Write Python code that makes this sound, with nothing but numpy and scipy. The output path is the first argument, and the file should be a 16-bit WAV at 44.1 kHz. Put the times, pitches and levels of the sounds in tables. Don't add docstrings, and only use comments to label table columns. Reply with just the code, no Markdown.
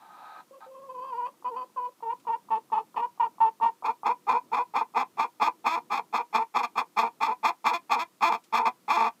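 import sys
import numpy as np
from scipy import signal
from scipy.fft import rfft, irfft
from scipy.io import wavfile
from scipy.ndimage import uniform_filter1d, minimum_filter1d

SR = 44100
rng = np.random.default_rng(int(sys.argv[2]) if len(sys.argv) > 2 else 0)


def generate_wav(signal):
    frames = np.transpose(np.atleast_2d(signal))
    scaled = np.clip(frames, -1, 1) * 32767
    pcm = np.round(scaled).astype(np.int16)
    wavfile.write(sys.argv[1], SR, pcm)


def volts_from_db(level):
    exponent = np.asarray(level, float) / 20
    return 10 ** exponent


N = 405719

# hz, width_hz, level_db
SOFT_PIPE_MODES = [(240, 140, -22), (800, 50, -18.5), (975, 320, -2.5), (1127, 150, -6.5)]
# hz, width_hz, level_db
GAPE_MODES = [(3395, 460, -5.5), (4244, 450, -10.5), (5215, 500, -13.5), (6600, 720, -18),
              (7600, 940, -21.5), (10450, 2700, -29.5), (12000, 2700, -30.5), (14300, 2000, -31)]
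# start_s, length_s, level_db, effort_db, cycle_hz
SECOND_PUSHES = [
    (6.626, .035, -26.5, -6.5, 260.7),
    (7.731, .045, -29, -4.5, 351.2),
    (7.984, .052, -26.5, -5, 347.8),
    (8.322, .045, -24, -10.5, 227.9),
    (8.62, .034, -28, -22.5, 240),
    (8.652, .044, -21, -11, 244.3),
    (8.973, 0.12, -22, -12, 240),
]
OPEN_S, RELEASE_S, GLIDE_SHARE = 0.008, 0.015, 0.93


def walk(rate_hz):
    hold = int(SR / rate_hz)
    steps = np.repeat(rng.standard_normal(N // hold + 1), hold)[:N]
    x = uniform_filter1d(steps, hold)
    return x / x.std()


def ring(x, modes, top_hz=15400.0):
    out = 0
    for hz, width_hz, level_db in modes:
        peak = np.concatenate(signal.iirpeak(hz, hz / width_hz, SR))
        out = out + volts_from_db(level_db) * signal.sosfilt(np.tile(peak, (2, 1)), x)
    return signal.sosfilt(signal.butter(6, top_hz, fs=SR, output="sos"), out)


def even(x, span_s=0.068):
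    return x / np.sqrt(uniform_filter1d(x ** 2, int(span_s * SR)) + 1e-12)


def play(calls, rise_s=0.003, fall_s=0.005):
    t = np.arange(N) / SR
    s, *columns = np.transpose(np.concatenate(calls))
    gate = np.zeros(N)
    for call in calls:
        start_s, end_s = call[0][0], call[-1][0]
        gate += np.interp(t, [start_s - rise_s, start_s, end_s, end_s + fall_s], [0, 1, 1, 0])
    level_db, *others = [uniform_filter1d(np.interp(t, s, c), size=200) for c in columns]
    return np.clip(gate, 0, 1) ** 2 * volts_from_db(level_db), *others


def slaps(hz, second, rough, jitter=0.1, shimmer_db=6.0):
    phase = np.cumsum(2 * hz * (1 + jitter * rough * walk(350))) / SR
    count = np.arange(1, int(phase[-1]))
    at = np.interp(count, phase, np.arange(N))
    i = np.clip(at.astype(int), 8, N - 9)
    shimmer = volts_from_db(shimmer_db * rough[i] * rng.uniform(-1.7, 1.7, N)[count])
    size = np.where(count % 2, second[i], 1) * shimmer
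    taps = np.arange(-7, 9)
    off = i[:, None] + taps - at[:, None]
    kernel = np.sinc(off) * np.cos(np.pi * off / 16) ** 2
    pulses = np.zeros(N)
    np.add.at(pulses, i[:, None] + taps, size[:, None] * kernel)
    puff = np.exp(-(phase / 2 % 1) / 0.77)
    return even(pulses), even(puff * rng.standard_normal(N)), phase


def clicks(events, decay_s):
    out = np.zeros(N)
    t = np.arange(int(6 * decay_s * SR)) / SR
    for (s, peak_db), noise in zip(events, rng.standard_normal((len(events), 4000))):
        out[int(s * SR):][:len(t)] += volts_from_db(peak_db) * noise[:len(t)] * np.exp(-t / decay_s)
    return out


def air():
    # hz, level_db (per Hz)
    spectrum = [(30, -30.5), (178, -2), (325, -1.5), (444, -10), (1330, -10.5), (1480, -16.5), (3600, -19),
                (15600, -21.5)]
    level_db, split_hz = -63.5, 700
    hz = np.fft.rfftfreq(N, 1 / SR) + 1
    point_hz, point_db = np.transpose(spectrum)
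    colour = volts_from_db(np.interp(np.log(hz), np.log(point_hz), point_db))
    low = 1 / (1 + (hz / split_hz) ** 4)
    murmur = irfft(rfft(rng.standard_normal(N)) * colour * np.sqrt(low), N)
    hiss = irfft(rfft(rng.standard_normal(N)) * colour * np.sqrt(1 - low), N)
    x = murmur * volts_from_db(2 * walk(3) + 2 * walk(15)) + hiss
    return volts_from_db(level_db) * x / x.std()


def flock():
    # hz, width_hz, level_db
    modes = [(333, 96, -1.5), (487, 27, -3)]
    level_db = -74
    drone = even(ring(rng.standard_normal(N), modes), span_s=0.38)
    return volts_from_db(level_db + 3.5 * walk(3.0)) * drone


def box(x):
    # hz, width_hz, level_db
    hollow_modes = [(1000, 160, 1.2)]
    boards_t60_s, hollow_t60_s, delay_s = 0.088, 0.2, 0.0055
    level_db, top_hz = -17, 2200
    t = np.arange(SR // 3) / SR
    late = t > delay_s
    tail = rng.standard_normal(len(t)) * volts_from_db(-60 * t / boards_t60_s) * late
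    tail = signal.lfilter(*signal.butter(1, top_hz, fs=SR), tail)
    tail = tail / tail[:SR // 20].std()
    hollow = ring(rng.standard_normal(len(t)), hollow_modes)
    tail = tail + hollow * volts_from_db(-60 * t / hollow_t60_s) * late
    return volts_from_db(level_db) * signal.fftconvolve(x, tail / np.sqrt(np.sum(tail ** 2)))[:N]


def straw():
    # start_s, peak_db
    ticks = [
        (1.252, -64),
        (2.198, -58),
        (8.439, -53),
    ]
    return signal.lfilter(*signal.butter(2, [1800, 9000], "band", fs=SR), clicks(ticks, 0.015))


def throat_pops():
    # start_s, peak_db
    pops = [(1.338, -47), (1.423, -37), (1.696, -48.5), (2.003, -41), (2.249, -31), (2.485, -28.5),
            (2.7, -34), (2.943, -19.5), (3.175, -32), (3.382, -31.5), (3.599, -21.5), (3.823, -18.5),
            (4.032, -19.5), (4.937, -30.5)]
    return 4.8 * ring(clicks(pops, 0.0036), SOFT_PIPE_MODES, top_hz=1150.0)


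def rasp():
    # s, level_db
    rasps = [
        [(0.0, -55), (0.26, -47), (0.408, -46.5), (0.44, -75)],
        [(0.606, -50.5), (0.64, -46.5), (0.69, -63)],
    ]
    # hz, width_hz, level_db
    slack_modes = [(860, 260, 4.5), (1252, 82, 8), (1527, 220, -4.5), (2410, 260, -14.5), (3830, 640, -17)]
    _, breath, _ = slaps(np.full(N, 190.0), np.full(N, 0.8), np.full(N, 0.9), jitter=0.31)
    return play(rasps)[0] * even(ring(breath, slack_modes))


def cluck(s, length_s, first_db, last_db, hz):
    attack_s, release_s, sag_at = 0.011, 0.026, 0.57
    start_db, sag_db, end_db = -9, -2, -10
    effort_db, end_effort_db = -32.5, -29.5
    sharp_hz = 1.04 * hz
    end_s = s + length_s
    return [(s, first_db + start_db, effort_db, sharp_hz),
            (s + attack_s, first_db, effort_db, hz),
            (s + sag_at * length_s, min(first_db, last_db) + sag_db, effort_db, hz),
            (end_s - release_s, last_db, end_effort_db, hz),
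            (end_s, last_db + end_db, end_effort_db, sharp_hz)]


def clucks():
    # s, level_db, effort_db, second_partial_hz
    moan = [
        [(0.51, -49, -20, 1080), (0.585, -49, -20, 1070)],
        [(0.665, -49.5, -20, 1076), (0.725, -46, -21, 1040), (0.84, -45.5, -29, 1095), (0.97, -39.5, -28, 977),
         (1.082, -39.5, -24, 1061), (1.144, -32.5, -31.5, 960), (1.246, -28.5, -31, 972),
         (1.268, -36, -21.5, 1080), (1.29, -39, -30, 1064)],
    ]
    # start_s, length_s, first_swell_db, last_swell_db, second_partial_hz
    cluck_rows = [(1.446, 0.059, -27.5, -30, 983), (1.507, 0.053, -35.5, -32, 932),
                  (1.555, .09, -31.5, -34.5, 1001), (1.763, 0.13, -31, -33, 1000),
                  (2.026, .108, -30.5, -22.5, 918.4), (2.27, 0.091, -23.5, -21.5, 928.7),
                  (2.506, 0.076, -21.5, -24, 882), (2.72, 0.091, -22, -23.5, 877.5),
                  (2.962, .098, -25, -20, 927.7), (3.199, 0.068, -16.5, -18.5, 928),
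                  (3.405, 0.086, -16, -21, 914), (3.612, 0.079, -20.5, -14.5, 910)]
    # from_s, to_s, unevenness (0-1), roughness (0-1), flutter_db
    breaks = [(.7, .86, 0, .1, 5), (.86, 1.136, 0, .13, 4.5), (1.258, 1.297, .1, .35, 1),
              (1.449, 1.506, .33, .19, 1.5), (1.563, 1.65, .48, .22, 1.5), (1.77, 1.902, .08, .08, 3),
              (2.031, 2.07, .08, .12, 3), (2.27, 2.312, .3, .15, 1), (2.501, 2.59, .45, .1, .4),
              (2.716, 2.835, .35, .17, .4), (2.937, 3.011, .5, .5, 2), (3.2, 3.499, .13, .2, 1),
              (3.619, 3.66, .28, .36, 2)]
    # hz, width_hz, level_db
    soft_beak_modes = [(1850, 320, -1.4), (2545, 380, 0.26), (2806, 560, -1.2)]
    # hz, width_hz, level_db
    nose_modes = [(1560, 280, -2.5), (3100, 300, -7), (4620, 290, -5.5)]
    uneven_effort_db, rough_effort_db = 10.5, 15
    pocket_hz, pocket_width_hz, pocket_share = 1334, 300, 0.78
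    root_db, root_open_db = -47, 3.5

    gain, effort_db, second_hz = play(moan + [cluck(*row) for row in cluck_rows])
    uneven, rough, flutter_db = np.zeros(N), np.full(N, 0.03), np.full(N, 0.6)
    for from_s, to_s, *state in breaks:
        for control, value in zip((uneven, rough, flutter_db), state):
            control[int(from_s * SR):int(to_s * SR)] = value
    extra_db = uneven_effort_db * uneven + rough_effort_db * rough
    effort_db = effort_db + uniform_filter1d(extra_db, size=400)

    hz = second_hz / 4 * (1 + 0.012 * walk(45) + 0.017 * walk(160))
    pulses, breath, phase = slaps(hz, 1 - np.clip(uneven, 0, 1), rough, jitter=0.1)
    source = pulses + 1.8 * rough ** 2 * breath

    shut = np.clip((second_hz - 930) / 50, 0, 1)
    beak = ring(source, soft_beak_modes, top_hz=2880.0) * volts_from_db(1.7 * walk(40))
    beak = beak + shut * ring(source, nose_modes) * volts_from_db(2.5 * walk(27))
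    beak = beak + volts_from_db(-8.5) * (1 - shut) * ring(pulses + 0.5 * breath, GAPE_MODES)
    pipe = even(ring(source, SOFT_PIPE_MODES, top_hz=1200.0))
    upper = pipe + volts_from_db(effort_db) * even(beak, span_s=0.15)

    pocket = signal.lfilter(*signal.iirpeak(pocket_hz, pocket_hz / pocket_width_hz, SR), upper)
    upper = upper - np.clip(pocket_share * (1 - shut), 0, 1) * pocket
    upper = upper * volts_from_db(uniform_filter1d(flutter_db, 400) * np.clip(walk(55), -2, 1))

    root = np.minimum(gain, volts_from_db(root_db + root_open_db * (1 - shut) + 1.2 * walk(30.23)))
    fundamental = root * np.sqrt(2) * np.sin(2 * np.pi * phase)
    return np.sqrt(gain ** 2 - 0.99 * root ** 2) * upper + fundamental


def ending_db(s):
    joined_db, end_db = -3.5, -13
    gap_s = np.min(np.abs(np.array(SECOND_PUSHES)[:, 0] - s))
    return joined_db if gap_s < 0.012 else end_db


def push_roughness(hz):
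    return 0.62 - 0.003 * (hz - 300)


def squawk(s, length_s, level_db, push_s, hz):
    # s, effort_db
    arousal = [(3.8, -12), (4.3, -13), (5.0, -10), (5.7, -7.5), (7.3, -5.5), (7.8, -5.5), (8.9, -6)]
    peak_s, full_s, ease_s = 0.026, 0.042, 0.014
    start_db, open_db, peak_db, push_db, eased_db = -12, -4.5, 4.5, -2.5, 0.5
    start_hz, slack_hz, rest_hz = 211.1, 224.2, 243.2
    rough_start, rough_peak, rough_rest = 0.72, 0.76, 0.7

    full_effort_db = np.interp(s, *np.transpose(arousal))
    start_effort_db, peak_effort_db = full_effort_db - 7, full_effort_db - 1.5
    rest_effort_db = -15 + 0.36 * full_effort_db
    eased_s = min(push_s + ease_s, length_s)
    rough = push_roughness(hz)
    points = [(0, start_db, start_effort_db, start_hz, rough_start),
              (OPEN_S, open_db, start_effort_db, start_hz, rough_start),
              (min(peak_s, 0.6 * push_s), peak_db, peak_effort_db, (start_hz + hz) / 2, rough_peak),
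              (min(full_s, 0.9 * push_s), push_db, full_effort_db, GLIDE_SHARE * hz, rough),
              (push_s, push_db, full_effort_db, hz, rough),
              (eased_s, eased_db, rest_effort_db, slack_hz, rough_rest),
              (max(eased_s, length_s - RELEASE_S), 0, rest_effort_db, rest_hz, rough_rest),
              (length_s, ending_db(s + length_s), rest_effort_db + 1.5, rest_hz, rough_rest)]
    return [(s + after_s, level_db + change_db, *rest) for after_s, change_db, *rest in points]


def second_push(s, length_s, level_db, effort_db, hz):
    # after_s, change_db, share of the full rate
    shape = [(0, 1, GLIDE_SHARE),
             (OPEN_S, 0, GLIDE_SHARE),
             (length_s - RELEASE_S, 0, 1),
             (length_s, ending_db(s + length_s), 1)]
    rough = push_roughness(hz)
    return [(s + after_s, level_db + change_db, effort_db, hz * share, rough)
            for after_s, change_db, share in shape]


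def squawks():
    # start_s, length_s, level_db, push_s, full_push_cycle_hz
    squawk_rows = [(3.838, 0.082, -25, 0.031, 321.5), (4.044, 0.087, -24, 0.036, 311.5),
                   (4.269, 0.12, -24, 0.057, 261.5), (4.518, 0.11, -25, 0.062, 288.8),
                   (4.739, 0.094, -24.5, 0.063, 322), (4.947, 0.087, -25, 0.073, 262.9),
                   (5.172, 0.097, -25, 0.061, 315), (5.4, .1, -24, 0.07, 329),
                   (5.644, 0.15, -25, 0.11, 340.1), (5.901, .102, -25.5, 0.081, 279.4),
                   (6.128, 0.097, -25.5, 0.049, 334.2), (6.329, 0.11, -25.5, 0.046, 245.5),
                   (6.542, 0.088, -25, 0.056, 302), (6.756, 0.073, -25.5, 0.05, 289.7),
                   (6.964, .12, -23, .056, 253.4), (7.205, 0.13, -25, 0.059, 344.1),
                   (7.431, 0.084, -24, 0.061, 347.2), (7.644, 0.09, -24, .056, 337.6),
                   (7.896, 0.095, -24.5, 0.051, 295.8), (8.209, 0.11, -21, 0.078, 358.3),
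                   (8.526, 0.095, -23, 0.058, 249.4), (8.881, .092, -23, 0.084, 355.6)]
    # hz, width_hz, level_db
    pipe_modes = [(240, 77, -15.5), (490, 314, -14), (731, 37, -3.5), (898, 296, 2)]
    # hz, width_hz, level_db
    mouth_modes = [(1158, 150, 1), (1276, 680, -20.5)]
    # hz, width_hz, level_db
    beak_modes = [(1818, 540, -8.5), (2051, 190, -2), (2407, 238, 4.5)]
    # hz, width_hz
    gaps = [(610, 88), (2980, 636), (3880, 100), (4850, 91), (5900, 290), (9100, 2400)]
    waver_db, wander = 1.3, 0.035

    calls = [squawk(*row) for row in squawk_rows] + [second_push(*row) for row in SECOND_PUSHES]
    gain, effort_db, hz, rough = play(sorted(calls))
    waver = walk(45)
    gain = gain * volts_from_db(waver_db * waver)
    hz = hz * (1 + wander * waver * rough)
    second = np.clip((-effort_db - 11) / 11, 0, 0.95) * np.clip((290 - hz) / 30, 0, 1)
    rough = np.clip(rough, 0, 1) ** 2 * (1 - 0.4 * second)
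    pulses, breath, _ = slaps(hz, second, rough)
    low = pulses + 0.7 * rough * breath
    high = pulses + (0.3 + rough) * breath

    mouth = ring(low, mouth_modes, top_hz=1772.0)
    pipe = ring(low, pipe_modes, top_hz=1364.0) + volts_from_db(0.49 * (effort_db + 13.5)) * mouth
    beak = ring(high, beak_modes) + volts_from_db(0.5 * (effort_db + 8.5)) * ring(high, GAPE_MODES)
    voice = even(pipe) + volts_from_db(effort_db) * even(beak)
    for gap_hz, width_hz in gaps:
        voice = signal.lfilter(*signal.iirnotch(gap_hz, gap_hz / width_hz, SR), voice)
    return gain * voice


def scene():
    hen = clucks() + squawks() + rasp() + throat_pops()
    inside = hen + straw()
    return (inside + box(inside) + flock() + air())[None]


def top_cut(x):
    return signal.sosfilt(signal.butter(12, 15750, fs=SR, output="sos"), x)


def record(dry):
    limit, top_hz = 0.225, 15350
    x = signal.sosfilt(signal.butter(3, 110, "high", fs=SR, output="sos"), dry)
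    peak = uniform_filter1d(-minimum_filter1d(-np.abs(x), size=130), size=130)
    x = x * np.minimum(1, limit / (peak + 1e-9)) ** 0.7
    x = signal.sosfilt(signal.butter(2, 70, "high", fs=SR, output="sos"), x)
    x = signal.sosfilt(signal.ellip(8, 0.2, 70, top_hz, fs=SR, output="sos"), x)
    return top_cut(x)


dry = scene()
out = record(dry)
generate_wav(out)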